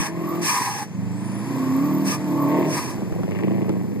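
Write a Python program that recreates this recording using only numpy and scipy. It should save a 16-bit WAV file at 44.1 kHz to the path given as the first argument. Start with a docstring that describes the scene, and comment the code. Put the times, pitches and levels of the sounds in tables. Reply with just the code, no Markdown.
"""A turbocharged flat-four car slides in a circle on loose dirt, some way off in the open.
The tyres spray grit throughout. The turbo whistles up, the driver lifts and the blow-off valve vents.
The revs sag, then the uneven exhaust beat swells with the throttle, broken by a short puff of the valve.
At 2.5 s the tailpipe swings toward a small stereo microphone with a widening circuit and the exhaust barks.
The valve vents again, the bass spreads wide and the exhaust pops on the overrun."""
import sys
import numpy as np
from scipy import signal
from scipy.fft import rfft, irfft, next_fast_len
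from scipy.io import wavfile

SR = 44100
rng = np.random.default_rng(int(sys.argv[2]) if len(sys.argv) > 2 else 0)


def unload_audio(sound):
    """Save the sound as a 16-bit wav file, at the path given as the first command line argument."""
    columns = np.transpose(np.atleast_2d(sound))
    # keep every value between -1 and 1, then stretch to whole-number steps
    steps = np.round(np.clip(columns, -1, 1) * 32767)
    wavfile.write(sys.argv[1], SR, steps.astype(np.int16))


N = 176400
T = np.arange(N) / SR
SIZE = next_fast_len(N + SR // 4)
HZ = np.maximum(np.arange(SIZE // 2 + 1) * SR / SIZE, 1)

# accents of the four firings in one engine cycle: level/dB
FIRING_DB = [-4.5, -12, -6.5, -2]
# colour of rushing gas, in the valve and the pops: f/Hz, level/dB
GAS_RUSH_EQ = [(500,-80),(800,10),(1150,11.5),(1400,-3),(1700,12),(2600,-5),(3400,-12.5),(6000,-32.5)]


def exhaust_tone(speed, cycles):
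    """The engine's low orders swell and fade as they slide through the pipe's resonances."""
    orders = [(4,-5.5),(5,-1),(6,-23.5),(7,4.5),(8,1.5),(9,1),(11,-0.5)]  # balance of the orders: multiple of the cycle rate, level/dB
    pipe_eq = [(150,-1),(195,3.5),(232,-10),(268,4),(300,-1),(345,1.5),(400,-10),(520,-35),(640,-6)]  # response of the exhaust pipe: f/Hz, level/dB
    fader = [(0,-27.5),(.08,-47),(.18,-31),(.44,-26.5),(.52,-64),(.88,-43),(1.0,-28.5),(1.48,-30),(1.62,-22),(1.85,-22),(2.09,-25.5),(2.16,-35),(2.33,-22),(2.68,-23),(2.86,-44),(3.08,-37.5),(3.42,-26),(3.72,-29.5),(4,-39.5)]  # the tone follows the throttle: t/s, level/dB
    resonance_hz, resonance_width_hz, pipe_delay_s = 279.3, 12, 0.00066
    drone_db, drone_width_hz, waver_db = 8, 26, 2.37
    pipe_hz, pipe_db = np.transpose(pipe_eq)
    wave, power = 0, 0
    for k, db in orders:
        k = round(k)
        hz = k * speed
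        if k == 2 * len(FIRING_DB):  # twice the firing rate drones when it meets the resonance
            db = db + drone_db / (1 + ((hz - resonance_hz) / drone_width_hz) ** 8)
        gain = amp(db + np.interp(hz, pipe_hz, pipe_db))
        # the main resonance twists the phase and smears the beat
        twist = 1.32 * np.arctan((hz - resonance_hz) / resonance_width_hz)
        phase = 2 * np.pi * k * (cycles - speed * pipe_delay_s) - twist
        wave = wave + gain * amp(waver_db * drift(3.4)) * np.cos(phase)
        power = power + gain ** 2 / 2
    return envelope(fader) * wave / np.sqrt(power)


def exhaust_pulses(cycles):
    """Two strong and two weak firings a cycle, each a pressure step with a puff of gas."""
    rumble_fader = [(0,-34.5),(1.1,-38.5),(1.7,-32.5),(2.9,-31.5),(3.65,-34),(4,-31)]  # rough low end: t/s, level/dB
    rumble_eq = [(40,-42.5),(70,-22.5),(110,-3),(170,1.5),(480,-7.5),(900,-55)]  # its dull thud: f/Hz, level/dB
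    bark_fader = [(0,-43),(.4,-33.5),(.55,-46.5),(1.3,-42),(1.6,-32.5),(2.2,-43.5),(2.58,-24.5),(2.85,-40.5),(3.4,-32),(3.7,-33),(4,-46.5)]  # the tailpipe's bark: t/s, level/dB
    bark_eq = [(200,-41.5),(330,12.5),(410,5),(640,-0.5),(900,-7),(1150,-9.5),(1400,-39),(3000,-63.5)]  # its throaty low mids: f/Hz, level/dB
    crack_fader = [(0,-43),(.9,-56),(1.5,-51.5),(2.42,-57),(2.5,-35.5),(2.66,-36),(2.8,-76),(3.2,-54),(3.35,-39),(3.72,-46.5),(3.87,-56)]  # sharp edge of the firings: t/s, level/dB
    crack_eq = [(80,-34),(400,27),(1150,-42),(1400,-4.5),(1900,12),(3300,-6.5),(5000,-16),(9000,-51)]  # its knock and bite: f/Hz, level/dB
    spread_db, jitter_s, puff_s, ragged_from_s = 2.5, .00007, 0.0026, 2.521
    firings = np.flatnonzero(np.diff(np.floor(len(FIRING_DB) * cycles)))
    level_chance, time_chance = rng.standard_normal((800, 2))[:len(firings)].T
    db = np.resize(np.roll(FIRING_DB, -1), len(firings)) + spread_db * level_chance
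    onsets = firings + (jitter_s * SR * time_chance).astype(int)
    clicks = np.zeros(N)
    clicks[np.clip(onsets, 0, N - 1)] = amp(db)
    puffs = unit(dying(clicks, puff_s) * noise())
    pulses = unit(clicks) + 0.55 * puffs
    rumble = envelope(rumble_fader) * colour(pulses + 1.58 * noise(), rumble_eq)
    # the bark turns from clean to ragged going into the overrun
    ragged = 0.63 + np.clip((T - ragged_from_s) / 0.19, 0, 1)
    bark = envelope(bark_fader) * colour(unit(clicks) + ragged * puffs, bark_eq)
    crack = envelope(crack_fader) * colour(pulses, crack_eq)
    return rumble + bark + crack


def exhaust_song(speed, cycles):
    """Under load the upper orders stand out as clean lines, each loudest where it meets a resonance."""
    fader = [(.1,-46),(.42,-44),(.55,-84),(1.6,-50),(2.05,-40),(2.17,-45.5),(2.55,-31.5),(2.7,-36),(2.9,-62)]  # singing upper orders: t/s, level/dB
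    resonances = [(415,-3),(510,-0.5),(640,5),(900,3),(1060,-5.5)]  # peaks they slide through: f/Hz, level/dB
    width_hz = 61
    wave, power = 0, 0
    for k in range(11, 33):
        gain = sum(amp(db) / (1 + (2 * (k * speed - hz) / width_hz) ** 2) for hz, db in resonances)
        wave = wave + gain * np.cos(2 * np.pi * (k * cycles + rng.random()))
        power = power + gain ** 2 / 2
    return envelope(fader) * wave / np.sqrt(power)


def overrun_pops():
    """Short bursts of gas in the tailpipe: a thump, some with a hard crack on top."""
    pops = [(2.982,-31,-60),(3.008,-29.5,-56),(3.124,-29,-46),(3.188,-27,-64),(3.234,-22.5,-48),(3.31,-34,-41),(3.349,-35.5,-34.5),(3.389,-30.5,-36.5),(3.694,-26.5,-42)]  # cue list: t/s, thump/dB, crack/dB
    thump_eq = [(50,-49),(200,-2.5),(450,7),(1300,-11),(3500,-55),(9000,-62)]  # body of a pop: f/Hz, level/dB
    clicks = np.zeros((2, N))
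    for s, thump_db, crack_db in pops:
        clicks[:, int(s * SR)] += amp([thump_db, crack_db])
    thump, crack = dying(clicks, decay_s=0.0073)
    return thump * colour(noise(), thump_eq) + crack * colour(noise(), GAS_RUSH_EQ)


def blow_off():
    """The valve opens with a hiss; as pressure drains, its hoot steps down the pipe's resonances."""
    # valve openings: t/s, length/s, attack/s, hiss/dB, hiss fade/(dB/s),
    # hoot/dB, hoot f/Hz, hoot and rush fade/(dB/s), rush/dB
    vents = [(-.06,0.13,.015,-29,30,-34,1050,-3,-31),(0.409,0.43,0.058,-25,40,-23.5,1143,28,-31.5),(2.039,.11,0.044,-31.5,-6,-30,1278,34,-37.5),(2.651,0.29,0.097,-32.5,60,-30,1163,68,-37)]
    hiss_eq = [(900,-41.5),(1800,2.5),(2600,6.5),(3400,-7),(4600,2.5),(6000,12),(7200,-6.5),(8400,10),(10000,1.5),(12000,-4.5),(14000,1)]  # bright escaping air: f/Hz, level/dB
    modes = [(830,2),(990,1),(1075,1),(1190,3)]  # resonances of the valve's pipe: f/Hz, level/dB
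    release_s, hoot_delay_s, sag_hz_per_s = 0.016, 0.047, 800
    mode_width_hz, jet_width_hz, octave_db, flutter_db = 60, 124, -15, 2.5
    hiss = colour(noise(), hiss_eq)
    rush = colour(noise(), GAS_RUSH_EQ)
    flutter = amp(flutter_db * drift(17))
    tones = []
    for hz, db in modes:
        tone = whistle(hz, mode_width_hz) + amp(octave_db) * whistle(2 * hz, 2 * mode_width_hz)
        tones.append((hz, amp(db) * tone))
    out = 0
    for s, length, attack, hiss_db, hiss_fade, hoot_db, hoot_hz, fade, rush_db in vents:
        age = T - s
        open_s = np.maximum(age - attack, 0)
        jet = amp(hiss_db - hiss_fade * open_s) * hiss + amp(rush_db - fade * open_s) * rush
        jet *= np.clip(age / attack, 0, 1) * flutter ** 0.75
        # the sagging jet excites whichever modes lie nearest
        jet_hz = hoot_hz - sag_hz_per_s * np.clip(age, 0, length)
        hoot = sum(tone / np.hypot(1, 2 * (hz - jet_hz) / jet_width_hz) for hz, tone in tones)
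        hoot *= amp(hoot_db - fade * open_s) * flutter / np.sqrt(2)
        hoot *= np.clip((age - hoot_delay_s) / attack, 0, 1)
        closing = np.exp(-np.maximum(age - length, 0) / release_s)
        out = out + closing * (jet + hoot)
    return out


def turbo():
    """The intake roars and the compressor whistles unsteadily as boost builds."""
    intake = [(0,950,-53),(.33,1160,-34.5),(.44,1150,-46),(.6,1000,-104),(1.55,1060,-39.5),(1.85,1140,-36.5),(2.2,1050,-54),(2.42,1100,-29.5),(2.6,1040,-36.5),(2.95,900,-75)]  # roar under boost: t/s, f/Hz, level/dB
    spool = [(.1,11000,-66),(.36,14200,-44),(.5,14000,-65),(.85,5793,-57),(1.08,7280,-72),(1.2,8400,-53.5),(1.6,12360,-54),(1.8,13390,-50.5),(2.06,14400,-43),(2.18,11120,-61.5),(2.41,13530,-49),(2.62,13750,-52.5),(2.78,12990,-64)]  # compressor whistle: t/s, f/Hz, level/dB
    flicker_db, waver_hz = 3, 50
    intake_hz, intake_db = in_time(intake)
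    hz, db = in_time(spool)
    compressor = amp(db + flicker_db * drift(22)) * whistle(hz + waver_hz * drift(39), width_hz=560)
    return amp(intake_db) * whistle(intake_hz, width_hz=95) + compressor


def dirt_spray():
    """The tyres throw a wash of sand with grains of grit in it."""
    fader = [(0,-49.5),(.35,-39.5),(.9,-48.5),(1.55,-38),(2.25,-40),(2.85,-39.5),(3.08,-45),(4,-49)]  # surges of dirt: t/s, level/dB
    sand_eq = [(200,-26),(500,8),(1000,13),(1400,0),(1900,3.5),(3600,-13),(5000,-7),(9000,-10),(11500,-17.5),(14000,-14)]  # colour of the spray: f/Hz, level/dB
    grains_per_s, grit_db = 420, -6.5
    grit = (rng.random(N) < grains_per_s / SR) * (2 * rng.random(N) - 1)
    return envelope(fader) * colour(noise() + amp(grit_db) * unit(grit), sand_eq)


def rushing_layers():
    """Turbo, valve and dirt together, from fresh noise at each call."""
    return turbo() + blow_off() + dirt_spray()


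def ground_scatter(x, decay_s=0.013):
    """Short diffuse scatter off the ground, with a flat spectrum."""
    response = rfft(noise() * np.exp(-T / decay_s), SIZE)
    return filtered(x, response / (np.abs(response) + 1e-12))


def amp(db):
    """Decibels to gain."""
    return 10 ** (np.asarray(db) / 20)


def unit(x):
    """Scale to rms 1."""
    return x / np.sqrt(np.mean(np.abs(x) ** 2) + 1e-20)


def in_time(rows):
    """Columns of an automation curve at every sample."""
    s, *columns = np.transpose(rows)
    return [np.interp(T, s, c) for c in columns]


def envelope(fader):
    """A fader curve's gain at every sample."""
    return amp(in_time(fader)[0])


def gains(eq):
    """An EQ curve's gain at every frequency."""
    hz, db = np.transpose(eq)
    return amp(np.interp(np.log(HZ), np.log(hz), db))


def filtered(x, response):
    """Apply a frequency response."""
    return irfft(rfft(x, SIZE) * response, SIZE)[..., :N]


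def colour(x, eq):
    """Minimum-phase EQ, which keeps attacks sharp; the result has rms 1."""
    cepstrum = irfft(np.log(gains(eq)), SIZE)
    cepstrum[1:SIZE // 2] *= 2
    cepstrum[SIZE // 2 + 1:] = 0
    return unit(filtered(x, np.exp(rfft(cepstrum))))


def noise():
    """White noise."""
    return rng.standard_normal(N)


def drift(rate_hz):
    """Smooth random wander with spread 1, drawn at every 16th sample."""
    s = T[::16]
    hz = np.arange(len(s) // 2 + 1) * SR / N
    spectrum = rfft(rng.standard_normal(len(s))) / np.sqrt(1 + (hz / rate_hz) ** 4)
    return np.interp(T, s, unit(irfft(spectrum, len(s))))


def whistle(hz, width_hz):
    """Turbulence in a narrow resonance with a steady or moving centre."""
    phase = 2 * np.pi * np.cumsum(np.broadcast_to(hz, N)) / SR
    return unit(drift(width_hz / 2) * np.cos(phase) + drift(width_hz / 2) * np.sin(phase))


def dying(clicks, decay_s):
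    """Each click starts an exponential decay."""
    return signal.lfilter([1], [1, -np.exp(-1 / (decay_s * SR))], clicks + 1e-18)


def scene():
    """The car ahead of the microphone; its bass spreads wide as the tailpipe comes round."""
    revs = [(0,38.77),(.15,42.52),(.29,41.69),(.43,43.29),(.6,33.24),(.9,23.02),(1.2,26.81),(1.38,28.17),(1.58,32.85),(1.71,32.43),(1.8,34.8),(1.92,38.84),(2.02,39.08),(2.22,37.73),(2.448,35.36),(2.53,37.49),(2.686,39.33),(2.75,38.3),(2.87,30.7),(3.05,23.01),(3.2,22.62),(3.3,24.88),(3.5,27.65),(3.75,27),(4,23.97)]  # rate of engine cycles, four firings each: t/s, f/Hz
    width_fader = [(.5,-6.5),(1.8,-12),(2.7,-10),(3.2,0.5)]  # exhaust in the side signal as the car turns: t/s, level/dB
    width_eq = [(40,-24),(100,-10.5),(180,3.5),(300,-1),(550,0.5),(900,-10.5),(5000,5)]  # colour of that spread: f/Hz, level/dB
    diffuse_eq = [(60,29),(140,-5.5),(280,-25),(500,-26),(900,-15.5),(2400,1.5),(9000,-0.5)]  # diffuse side signal: f/Hz, level/dB
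    speed, = in_time(revs)
    cycles = np.cumsum(speed * (1 + .004 * drift(12))) / SR
    exhaust = exhaust_tone(speed, cycles)
    exhaust += exhaust_song(speed, cycles) + exhaust_song(speed, cycles)  # doubled, with new phases
    exhaust += exhaust_pulses(cycles) + overrun_pops()
    mid = exhaust + rushing_layers()
    spread = envelope(width_fader) * filtered(exhaust, -1j * gains(width_eq))  # 90 degrees behind
    diffuse = filtered(ground_scatter(exhaust) + rushing_layers(), gains(diffuse_eq))
    side = spread + diffuse
    return np.array([mid + side, mid - side])


def record(dry):
    """Each channel's treble is delayed and subtracted from the other for width; the top is cut."""
    balance_eq = [(300,-1),(1900,0.5),(2400,10.5),(2950,4),(3500,13),(4300,-1.5),(14000,0)]  # left over right: f/Hz, level/dB
    widen_above_hz, widen_below_hz, delay_s, cutoff_hz = 1700, 6000, .00034, 14100
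    share = .95 / (1 + (widen_above_hz / HZ) ** 6) / np.sqrt(1 + (HZ / widen_below_hz) ** 4)
    trim = 1 / np.sqrt(1 + share ** 2)
    crossfeed = filtered(dry[::-1], share * trim * np.exp(-2j * np.pi * HZ * delay_s))
    wide = filtered(dry, trim) - crossfeed
    tilt = np.sqrt(gains(balance_eq))
    low_pass = 1 / np.sqrt(1 + (HZ / cutoff_hz) ** 240)
    return filtered(wide, np.array([tilt, 1 / tilt]) * low_pass)


dry = scene()
out = record(dry)
unload_audio(out)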